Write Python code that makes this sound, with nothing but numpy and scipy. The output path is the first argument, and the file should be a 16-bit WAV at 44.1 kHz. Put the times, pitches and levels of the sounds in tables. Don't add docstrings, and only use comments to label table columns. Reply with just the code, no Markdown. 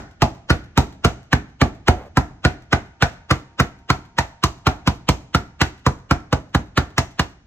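import sys
import numpy as np
from scipy import signal
from scipy.fft import rfft, irfft, next_fast_len
from scipy.io import wavfile
from scipy.ndimage import uniform_filter1d, minimum_filter1d

SR = 44100
rng = np.random.default_rng(int(sys.argv[2]) if len(sys.argv) > 2 else 0)


def dump_mix(stems):
    frames = np.atleast_2d(stems).T
    limited = np.clip(frames, -1, 1)
    pcm = np.round(limited * 32767).astype(np.int16)
    wavfile.write(sys.argv[1], SR, pcm)


N = 328986

T = np.arange(SR // 2) / SR
LEAD_S = .03
AGE = T - LEAD_S
CLACK_HZ = 1270


def undb(db):
    return 10 ** (np.asarray(db) / 20)


def burst(x, db):
    return x * undb(db) / np.sqrt(np.sum(x ** 2) * 50 / SR + 1e-18)


def fade(t, t60):
    return (t >= 0) * np.exp(-np.log(1000) * np.maximum(t, 0) / t60)


def on_log_axis(f, hz, values):
    return np.interp(np.log(f + 1), np.log(hz), values)


def colour(x, points, tilt_db=0):
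    size = next_fast_len(x.shape[-1] + 4096)
    f = np.abs(np.fft.fftfreq(size, 1 / SR))
    gain_db = on_log_axis(f, *np.transpose(points)) + tilt_db * np.log2(1 + f / 2000)
    log_gain = np.log(undb(gain_db))
    response = np.exp(signal.hilbert(log_gain).conj())[:size // 2 + 1]
    return irfft(rfft(x, size) * response, size)[..., :x.shape[-1]]


def snaps(rate, spread_db):
    chance, size = rng.random(len(T)), rng.exponential(size=len(T))
    sign = np.sign(rng.standard_normal(len(T)))
    return (chance < rate / SR) * sign * undb(spread_db * np.minimum(size, 4))


def ring(modes, delay, scatter_db, detune, stretch=1):
    hz, db, t60 = np.transpose(modes)[:, :, None]
    weight, shift = rng.standard_normal((2, len(modes), 1))
    sign = -(-1) ** np.arange(len(modes))[:, None]
    t = AGE - delay
    swing = np.sin(2 * np.pi * hz * stretch * (1 + detune * shift) * t)
    return np.sum(sign * undb(db + scatter_db * weight) * swing * fade(t, t60), axis=0)


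def ports(x):
    # frequency in Hz, phase lead in radians, level in dB.
    port_offsets = [(100, .15, -2.4), (280, .2, .3), (520, .7, 0), (900, .3, -1.3), (1500, .1, -1.2),
                    (2000, 1, -2), (2300, 1.9, -3), (3300, 2.1, -.2), (4100, 1.9, 0), (4800, 3.3, 0),
                    (7300, 6.3, 0), (9700, 9.4, 0), (12300, 12.5, 0), (14500, 15, 0)]
    size = next_fast_len(len(x))
    f = np.fft.rfftfreq(size, 1 / SR)
    hz, lead, db = np.transpose(port_offsets)
    lead = lead + .45 * rng.standard_normal() * np.minimum(hz / 4000, 1)
    left = undb(np.interp(f, hz, db) / 2) * np.exp(.5j * np.interp(f, hz, lead))
    return irfft(rfft(x, size) * np.array([left, 1 / left]), size)[:, :len(x)]


def diffuse(size):
    # frequency in Hz, correlation from -1 to 1.
    port_likeness = [(60, .99), (130, .98), (290, .87), (640, .5), (1410, .2), (3100, -.44), (6800, -.2),
                     (15000, .3)]
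    mid, side = rfft(rng.standard_normal((2, size)))
    alike = on_log_axis(np.fft.rfftfreq(size, 1 / SR), *np.transpose(port_likeness))
    mid = mid * np.sqrt((1 + alike) / 2)
    side = side * np.sqrt((1 - alike) / 2)
    return irfft(mid + np.array([[1], [-1]]) * side, size)


def background(level_db=-57):
    # frequency in Hz, relative level in dB.
    rumble_spectrum = [(25, -11), (65, 13.5), (110, -5), (220, 2), (450, -23.5), (750, -26.5),
                       (1500, -17.5), (3000, -23.5), (6500, -22.5), (10000, -62), (16000, -60.5)]
    # frequency in Hz, rms level in dB when fully up.
    whine_tones = [(694, -68), (781, -68), (926, -62)]
    rumble = colour(diffuse(next_fast_len(N))[:, :N], rumble_spectrum)
    t = np.arange(N) / SR
    whine = sum(undb(db) * np.sqrt(2) * np.sin(2 * np.pi * hz * t) for hz, db in whine_tones)
    whine_swell = np.interp(t, [2.4, 3.4, 4.9, 6.2], [0, 1, 1, 0])
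    return undb(level_db) * rumble / np.std(rumble) + whine_swell * whine


def slide(start_s=1.93, length_s=0.17, level_db=-34):
    # frequency in Hz, relative level in dB.
    rub_spectrum = [(150, -20), (400, -1), (550, 7), (800, -1), (1400, -9.5), (3000, -22), (9000, -42)]
    speed = np.sin(np.pi * np.minimum(T / length_s, 1))
    rub = ports(burst(colour(snaps(rate=1600, spread_db=2.0) * speed, rub_spectrum), level_db))
    start = int(start_s * SR)
    return np.pad(rub, [(0, 0), (start, N - start - len(T))])


def kitchen_decays(first_s=0.0056, swell_s=0.00094):
    # centre in Hz, early level in dB, early t60 in seconds,
    # late level in dB, late t60 in seconds.
    reverb_bands = [(71, -18, 0.66, -20, 0.87), (141, -11, 0.12, -21.5, 0.72), (300, -7.5, 0.26, -23, 1),
                    (510, -9, 0.22, -25.5, 0.73), (688, -1, 0.17, -14.5, 0.62),
                    (1080, -11, 0.14, -18.5, 0.43), (1500, -9.5, 0.18, -20, 0.57),
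                    (2760, -10.5, 0.19, -24.5, 0.68), (5050, -8.5, 0.097, -20, 0.42),
                    (6340, -7.5, 0.2, -18, 0.51), (9300, -22.5, 0.1, -28, 0.14),
                    (14500, -10.5, 0.24, -67.5, .3)]
    f = np.fft.rfftfreq(len(T), 1 / SR)
    centres = np.transpose(reverb_bands)[0]
    supported = f ** 2 / (f ** 2 + 35 ** 2)
    decays = []
    for row, band in zip(reverb_bands, np.eye(len(reverb_bands))):
        hz, early_db, early_t60, late_db, late_t60 = row
        swell = np.clip((AGE - first_s) / (swell_s + 2 / hz), 0, 1)
        early, late = swell * fade(AGE, early_t60), swell * fade(AGE, late_t60)
        early = undb(early_db) * early / np.linalg.norm(early)
        late = undb(late_db) * late / np.linalg.norm(late)
        decays.append((supported * on_log_axis(f, centres, band), np.hypot(early, late)))
    return decays


def diffuse_decay(sound, decays):
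    power, noise = np.abs(rfft(sound)) ** 2, rfft(diffuse(len(T)))
    total = 0
    for band, envelope in decays:
        strength = np.sqrt(np.average(power, weights=band ** 2))
        total = total + strength * envelope * irfft(noise * band, len(T))
    return total


def kitchen(blow, decays, reflections):
    mirror_share = .4
    mirrored = signal.fftconvolve(blow[None], reflections, axes=1)[:, :len(T)]
    scattered = diffuse_decay(blow, decays)
    return np.sqrt(mirror_share) * mirrored + np.sqrt(1 - mirror_share) * scattered


def bag(crack_db, settle_t60=0.25, below_db=-21, lift_db=-14, lift_t60=0.11):
    # frequency in Hz, relative level in dB.
    crinkle_spectrum = [(400, -4.5), (1400, 1.5), (3000, 3.5), (6300, -2.5), (9000, -13), (15000, -18)]
    settling = fade(AGE - .02, settle_t60)
    lifting = undb(lift_db) * fade(AGE - rng.uniform(0.063, 0.19), lift_t60)
    crinkle = colour(snaps(rate=550, spread_db=0.5) * (settling + lifting), crinkle_spectrum)
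    return burst(crinkle, crack_db + below_db)


def counter(db):
    # frequency in Hz, relative level in dB, t60 in seconds.
    counter_modes = [(58.5, -11.5, 0.24), (81.5, -5.5, 0.18), (129.6, -0.5, 0.096), (187.5, -4, 0.048)]
    return burst(ring(counter_modes, delay=0.0024, scatter_db=1.03, detune=0.01), db)


def jolts(share, t60):
    contact_s = .009
    after = snaps(rate=8000, spread_db=1.5) * fade(T, t60) * (T < contact_s)
    return (T == 0) + share * after / np.sqrt(np.sum(after ** 2) + 1e-18)


def board(knock_db, clack_db, clack_hz):
    # frequency in Hz, relative level in dB, t60 in seconds.
    board_modes = [(247.8, -9.5, 0.079), (284.2, 1.5, 0.027), (436, -1, 0.015), (486.3, -4.5, 0.032),
                   (689, -13, 0.039), (702.5, -17, 0.11), (759, -10, 0.023)]
    # frequency in Hz, relative level in dB, t60 in seconds.
    clack_modes = [(873, -7, 0.025), (1037, -2, 0.03), (1298, 3.5, 0.018), (1495, -2, 0.017),
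                   (1679, -4.5, 0.024), (2165, -5, 0.009)]
    knock = ring(board_modes, delay=0.0023, scatter_db=2.5, detune=0.022)
    clack = ring(clack_modes, delay=0.00018, scatter_db=1.5, detune=0.051, stretch=clack_hz / CLACK_HZ)
    knock = signal.fftconvolve(knock, jolts(share=0.33, t60=0.062))[:len(T)]
    clack = signal.fftconvolve(clack, jolts(share=1.0, t60=0.049))[:len(T)]
    return burst(knock, knock_db) + burst(clack, clack_db)


def mallet(crack_db, below_db=-6.5):
    # frequency in Hz, relative level in dB, t60 in seconds.
    head_modes = [(2665, -11, 0.02), (2927, 5, 0.031), (3980, -10, 0.046), (5290, 4, 0.018),
                  (6600, -8, 0.031)]
    return burst(ring(head_modes, delay=0.000459, scatter_db=4.0, detune=0.011), crack_db + below_db)


def chips(crack_db, squeeze_db, bright_db, build_t60=0.033, crack_t60=0.032, bite_s=0.0027,
          crack_trim_db=3.0):
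    # frequency in Hz, relative level in dB.
    squeeze_spectrum = [(150, -8), (550, -0.5), (1500, 2), (2200, -4.5), (2900, 3), (4000, -5.5),
                        (6000, -11), (9000, -26), (15000, -70.5)]
    # frequency in Hz, relative level in dB.
    shatter_spectrum = [(500, -25), (1500, -6.5), (2300, 1.5), (3000, -2.5), (3500, -5.5), (4100, -0.5),
                        (5000, -7), (6200, -8.5), (8000, -14.5), (10000, -20.5), (13000, -21.5),
                        (16000, -42.5)]
    crumbling = snaps(rate=7000, spread_db=4)
    squeeze = colour(crumbling * fade(-AGE, build_t60), squeeze_spectrum)
    pressure = (AGE > 0) * fade(np.maximum(AGE - bite_s, 0), crack_t60)
    shatter = colour(snaps(rate=3000, spread_db=3) * pressure, shatter_spectrum, bright_db)
    return burst(squeeze, squeeze_db) + burst(shatter, crack_db + crack_trim_db)


def strike(weight_db, crisp_db, heap_db, swing_s, bright_db):
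    thump_db, knock_db, clack_db, crack_db, squeeze_db = -12, -17, -14.5, -24, -29.5
    knock_per_weight = 1.24
    full_swing_s, quick_clack_db = .224, -3.5
    octaves_per_db, spread_octaves = 0.0244, 0.063
    clack_db = clack_db + quick_clack_db * (swing_s < full_swing_s)
    clack_octaves = octaves_per_db * heap_db + spread_octaves * rng.uniform(-0.83, 1)
    clack_hz = CLACK_HZ * 2 ** clack_octaves
    crack_db = crack_db + crisp_db
    body = counter(thump_db + weight_db)
    body = body + board(knock_db + knock_per_weight * weight_db, clack_db, clack_hz)
    head = mallet(crack_db)
    crunch = chips(crack_db, squeeze_db + heap_db, bright_db)
    return body + head + crunch + bag(crack_db)


def pounding():
    # contact in seconds, weight behind it in dB,
    # crispness of the chips under it in dB, depth of the heap in dB.
    blow_list = [(0.2199, 2, 2, -1), (0.502, 2, 2, 5), (0.7752, 3.5, 4.5, -2), (1.0471, 2, 2, 3.5),
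                 (1.3296, 0.5, -3, 2.5), (1.615, 3.5, -2, 3), (1.882, 4, 0, 4.5), (2.1711, 1.5, -4, -1),
                 (2.4492, 1.5, 2.5, 1), (2.729, -.5, 0, 6), (3.0229, -.5, 4, 2.5), (3.3087, -1, 0, 5.5),
                 (3.599, -1, -1, 5.5), (3.9008, -1.5, 1.5, -0.5), (4.185, -5, 1, -1),
                 (4.4369, -2.5, 2.5, -1.5), (4.6674, -.5, 1.5, -0.5), (4.8742, -0.5, -.5, 1),
                 (5.0886, 0.4, 3.5, 0.5), (5.3471, -1.5, -.5, -2), (5.6136, -2, 3.5, 5),
                 (5.8645, 0.1, -2.5, -3), (6.1103, 0, -2.5, -3), (6.3268, -0.5, -5, -7.5),
                 (6.5477, -0.5, -4.5, -3.5), (6.7751, -1, -0.5, 2), (6.9805, -3, 2.5, -1.5),
                 (7.194, -4.5, 0, -3.5)]
    # time in seconds, treble tilt in dB per octave.
    brightness = [(.2, -0.5), (2.17, 2.5), (2.45, -2.5), (3.02, -2), (3.31, 1.5), (3.9, -1.3), (5.3, -.4),
                  (6.1, 0.5), (7.2, -.3)]
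    earlier_blow = (-.066, 0, 0, 0)
    track, decays = np.zeros((2, N + 2 * SR)), kitchen_decays()
    reflections = diffuse_decay(1. * (T == 0), decays)[:, int(LEAD_S * SR):]
    last_s = -np.inf
    for s, weight_db, crisp_db, heap_db in [earlier_blow, *blow_list]:
        bright_db = np.interp(s, *np.transpose(brightness))
        blow = strike(weight_db, crisp_db, heap_db, s - last_s, bright_db)
        start, last_s = SR + int((s - LEAD_S) * SR), s
        track[:, start:start + len(T)] += ports(blow) + kitchen(blow, decays, reflections)
    return track[:, SR:SR + N]


def scene():
    return pounding() + background() + slide()


def record(dry):
    ceiling, size, top_hz = .9, int(.0012 * SR), 15400
    gain = ceiling / np.maximum(np.abs(dry).max(axis=0), ceiling)
    gain = uniform_filter1d(minimum_filter1d(gain, size), size)
    lowpass = signal.ellip(8, .2, 70, top_hz, fs=SR, output="sos")
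    return signal.sosfilt(lowpass, dry * gain)


dry = scene()
out = record(dry)
dump_mix(out)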